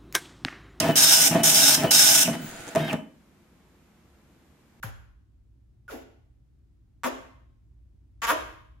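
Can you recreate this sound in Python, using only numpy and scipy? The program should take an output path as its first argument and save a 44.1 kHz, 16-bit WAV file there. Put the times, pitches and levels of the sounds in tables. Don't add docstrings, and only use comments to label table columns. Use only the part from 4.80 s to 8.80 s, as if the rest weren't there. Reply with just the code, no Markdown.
import sys
import numpy as np
from scipy import signal
from scipy.fft import rfft, irfft
from scipy.io import wavfile

SR = 44100
rng = np.random.default_rng(int(sys.argv[2]) if len(sys.argv) > 2 else 0)


def materialize(psi):
    bounded = np.clip(np.atleast_2d(psi).T, -1, 1)
    quanta = np.round(bounded * 32767).astype(np.int16)
    wavfile.write(sys.argv[1], SR, quanta)


N = 176400

# freq_hz, relative_db
RUMBLE_SPECTRUM = [(15, -61), (25, -24.5), (33, -8.5), (43, -2.5), (64, -2), (85, -7), (118, -6.5),
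                   (150, -19), (250, -24), (326, -25), (450, -39.5), (1000, -47.5), (3000, -54.5),
                   (7000, -58.5), (15000, -64.5)]
# pitch_hz, level_db
HUM_TONES = [(59.2, -59), (107.7, -72.5)]
# time_s, gain_db
BASS_SWELL = [(0, 6.5), (.4, -1.5), (.8, -3.5), (1.7, -5.5), (2.35, -1), (2.6, -1), (3.3, 1.5), (3.7, 7.5),
              (4, 1.5)]
# start_s, swell_s, fade_s, onset_re_peak_db, hiss_db, fizz_db
AIR_RUSHES = [(0.028, 0.0065, 0.066, -1.5, -43, -46.5), (1.0800, 0.032, 0.12, -14, -48, -53.5),
              (2.239, 0.029, 0.031, -4.5, -37, -42), (3.4189, 0.032, .012, -7, -29, -43.5),
              (3.468, 0.034, .038, -8, -28.5, -32)]
# freq_hz, relative_db
HISS_SPECTRUM = [(200, -10.5), (600, -5), (1500, 6), (2400, 1), (3200, -1), (4400, -8.5), (5200, -5),
                 (6000, -7), (6900, -3), (8100, -11.5), (9000, -35.5), (11000, -26.5), (16000, -40.5)]
# freq_hz, relative_db
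FIZZ_SPECTRUM = [(3000, -37), (6500, -20.5), (9000, -29), (10300, 3), (12300, 4.5), (14200, -15.5),
                 (15300, 1), (16500, -12)]
# start_s, swell_s, fade_s, start_hz, peak_hz, end_hz, onset_re_peak_db, slap_db, snap_db
RIM_FLUTTERS = [(0.0309, 0.0062, 0.0022, 340, 338, 350, -11, -7.5, -36.5),
                (1.1025, 0.0076, 0.026, 493, 477.3, 441, -20, -22.5, -47),
                (2.235, .0100, 0.046, 166.6, 250.7, 310.2, -3, 9.5, -27.5),
                (3.4213, 0.024, 0.028, 219.6, 238.3, 203, -8.5, 9, -34),
                (3.4734, 0.029, 0.028, 225.6, 240.5, 350, -15, 18, -36)]
# freq_hz, gain_db
CUP_RESPONSE = [(30, -60.5), (130, -40), (300, -15), (550, -16.5), (760, -11), (930, -0.5), (1080, 5),
                (1380, -2.5), (1620, -2.5), (1900, -8.5), (2400, -13), (3300, -19.5), (5000, -33.5),
                (6800, -35), (9000, -40.5), (15000, -47.5)]
# freq_hz, relative_db
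SNAP_SPECTRUM = [(2000, -34), (3200, -5), (5000, -17), (6200, -5.5), (7200, 3.5), (8200, -17),
                 (9000, -30.5), (11000, -12.5), (16000, -21)]
# start_s, swell_s, fade_s, start_hz, peak_hz, end_hz, level_db
GAP_TONES = [(0.0314, 0.0019, 0.0061, 1700, 1428, 800, -25), (0.042, .010, 0.069, 221, 109, 98, -33),
             (1.0807, 0.0111, .016, 1402, 1420, 976, -37.5), (1.0990, 0.0175, 0.011, 637, 444, 450, -49),
             (1.1180, .012, 0.0057, 465, 432, 270, -37), (1.1370, .007, 0.019, 335, 279, 213, -34),
             (2.2450, .028, 0.01, 254.2, 255, 230, -30), (2.245, 0.0062, 0.029, 1072, 1055, 716, -25.5),
             (3.502, 0.027, 0.048, 228, 313, 346, -32.5), (3.5080, 0.052, 0.018, 629, 641, 640, -32)]
# start_s, swell_s, fade_s, level_db
RELEASE_PUFFS = [(0.038, 0.011, 0.062, -48), (1.089, 0.049, 0.056, -41), (2.242, .028, 0.03, -28),
                 (3.496, 0.015, 0.053, -31)]
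# freq_hz, relative_db
PUFF_SPECTRUM = [(70, -41.5), (160, -23.5), (230, -3.5), (330, -4), (420, 0), (520, 1), (680, 0.5),
                 (900, -3), (2000, -35.5)]
# freq_hz, t60_s
ROOM_DECAY = [(150, 0.73), (400, 0.5669), (1000, 0.5917), (2800, 0.6314), (7000, 0.5079), (12000, 0.5361),
              (16000, 0.54)]
# freq_hz, relative_db
TAIL_SPECTRUM = [(60, -13.5), (200, -5.5), (350, 1.5), (700, -0.5), (1300, -4), (3000, 0), (7000, -2.5),
                 (9000, -7.5), (11500, -9.5), (15000, -16.5)]
# freq_hz, t60_s, relative_db
STANDING_WAVES = [(109, 0.57, -39), (303, 0.36, -59.5), (651, 0.81, -57.5), (1070, 0.91, -54),
                  (1240, 0.44, -60)]


def undb(db):
    return 10 ** (np.asarray(db) / 20)


def unit(x):
    return x / np.sqrt(np.mean(x ** 2))


def at_hz(points, hz):
    freqs_hz, values = np.array(points, float).T
    return np.interp(np.log(np.maximum(hz, 1)), np.log(freqs_hz), values)


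def colour(x, points):
    gain = undb(at_hz(points, np.fft.rfftfreq(2 * N, 1 / SR)))
    cepstrum = irfft(np.log(gain))
    cepstrum[1:N] *= 2
    cepstrum[N + 1:] = 0
    return irfft(rfft(x, 2 * N) * np.exp(rfft(cepstrum)))[..., :x.shape[-1]]


def noise(points):
    return unit(colour(rng.standard_normal(N), points))


def wide_noise(points):
    return np.array([noise(points), noise(points)])


def envelope(start_s, swell_s, fade_s, onset_db, fade_db=-18, attack_s=0.0011, release_s=0.005):
    t = np.arange(N) / SR - start_s
    body = undb(np.interp(t, [0, swell_s, swell_s + fade_s], [onset_db, 0, fade_db]))
    attack = np.clip(t / attack_s + 1, 0, 1)
    release = np.exp(-np.maximum(t - swell_s - fade_s, 0) / release_s)
    return body * attack * release


def glide_hz(start_s, swell_s, fade_s, path_hz):
    t = np.arange(N) / SR - start_s
    return np.interp(t, [0, swell_s, swell_s + fade_s], path_hz) * (t >= 0)


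def ventilation(rumble_db=-57.5, diffuse_hz=350, swell_below_hz=85):
    t = np.arange(N) / SR
    mid = noise(RUMBLE_SPECTRUM)
    side = colour(noise(RUMBLE_SPECTRUM), [(diffuse_hz / 4, -11), (diffuse_hz, -1)])
    hum = sum(np.sqrt(2) * undb(db) * np.sin(2 * np.pi * (hz * t + rng.random()))
              for hz, db in HUM_TONES)
    steady = undb(rumble_db) * np.array([mid + side, mid - side]) + hum
    bass = signal.sosfiltfilt(signal.butter(2, swell_below_hz, fs=SR, output="sos"), steady)
    swell = undb(np.interp(t, *np.array(BASS_SWELL).T))
    return steady + (swell - 1) * bass


def oil_fizz(clicks_per_s=5000, spread_db=2):
    size = undb(spread_db * np.minimum(rng.exponential(size=N), 4))
    clicks = (rng.random(N) < clicks_per_s / SR) * size * rng.choice([-1, 1], (2, N))
    return unit(colour(clicks, FIZZ_SPECTRUM))


def air_rush(chop):
    hiss, fizz = wide_noise(HISS_SPECTRUM), oil_fizz()
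    return chop * sum(envelope(*timing_s, onset_db) * (undb(hiss_db) * hiss + undb(fizz_db) * fizz)
                      for *timing_s, onset_db, hiss_db, fizz_db in AIR_RUSHES)


def rim_flutter(jitter_cycles=0.012, scatter_db=0.8, lead_cycles=0.12, snap_decay_s=0.00049):
    leak, air_decay_cycles = 0.3, 0.25
    t = np.arange(N) / SR
    slaps, snaps, chop = np.zeros(N), np.zeros(N), np.ones(N)
    for start_s, swell_s, fade_s, start_hz, peak_hz, end_hz, onset_db, slap_db, snap_db in RIM_FLUTTERS:
        deviations = rng.standard_normal((N // 100, 2))
        cycles = np.cumsum(glide_hz(start_s, swell_s, fade_s, [start_hz, peak_hz, end_hz])) / SR
        active = (t >= start_s) & (t < start_s + swell_s + fade_s)
        hits = np.flatnonzero(active & (np.diff(np.ceil(cycles), prepend=0) > 0))
        lag, size = deviations[:len(hits)].T
        force = envelope(start_s, swell_s, fade_s, onset_db)[hits] * undb(scatter_db * size)
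        hits += (jitter_cycles * lag * SR / peak_hz).astype(int)
        slaps[hits] += force * undb(slap_db)
        snaps[hits - int(lead_cycles * SR / peak_hz)] += force * undb(snap_db)
        since_snap_cycles = (cycles[active] + lead_cycles) % 1
        chop[active] = unit(leak + np.exp(-since_snap_cycles / air_decay_cycles))
    snap_envelope = signal.lfilter([1], [1, -np.exp(-1 / (snap_decay_s * SR))], snaps)
    return colour(slaps, CUP_RESPONSE) + snap_envelope * wide_noise(SNAP_SPECTRUM), chop


def gap_tones(wobble_depth=0.035, wobble_hz=250, octave_db=-31):
    tones = np.zeros(N)
    wobble = 1 + wobble_depth * noise([(wobble_hz, 0), (4 * wobble_hz, -60)])
    for *timing_s, start_hz, peak_hz, end_hz, level_db in GAP_TONES:
        pitch_hz = glide_hz(*timing_s, [start_hz, peak_hz, end_hz]) * wobble
        phase = 2 * np.pi * np.cumsum(pitch_hz) / SR
        wave = np.sin(phase) + undb(octave_db) * np.sin(2 * phase)
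        tones += undb(level_db) * envelope(*timing_s, onset_db=-5.5) * wave
    return tones


def release_puffs():
    flow = sum(undb(level_db) * envelope(*timing_s, onset_db=-16)
               for *timing_s, level_db in RELEASE_PUFFS)
    return flow * wide_noise(PUFF_SPECTRUM)


def bathroom(direct, tail_db=-2, build_s=0.0027, scatter_db=-6, scatter_s=0.003):
    t = np.arange(SR) / SR
    bins_hz = np.fft.rfftfreq(SR, 1 / SR)
    white = rfft(rng.standard_normal((2, SR)))
    tail = 0
    for centre_hz, t60_s in ROOM_DECAY:
        band = at_hz([(hz, hz == centre_hz) for hz, _ in ROOM_DECAY], bins_hz)
        tail += irfft(white * band) * undb(-60 * t / t60_s)
    tail *= 1 - np.exp(-t / build_s)
    tail = colour(unit(tail), TAIL_SPECTRUM)
    scatter = unit(rng.standard_normal((2, SR)) * t * np.exp(-t / scatter_s))
    response = (undb(tail_db) * tail + undb(scatter_db) * scatter) / np.sqrt(SR)
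    for hz, t60_s, relative_db in STANDING_WAVES:
        mode = np.sin(2 * np.pi * (hz * t + rng.random((2, 1))))
        response += 0.1 * undb(relative_db - 60 * t / t60_s) * mode
    return direct + signal.fftconvolve(direct, response, axes=1)[:, :N]


def scene():
    flutter, chop = rim_flutter()
    pops = flutter + gap_tones() + air_rush(chop) + release_puffs()
    return bathroom(pops) + ventilation()


def record(dry, cutoff_hz=15900):
    return signal.sosfilt(signal.ellip(10, 0.2, 80, cutoff_hz, fs=SR, output="sos"), dry)


dry = scene()
out = record(dry)
materialize(out)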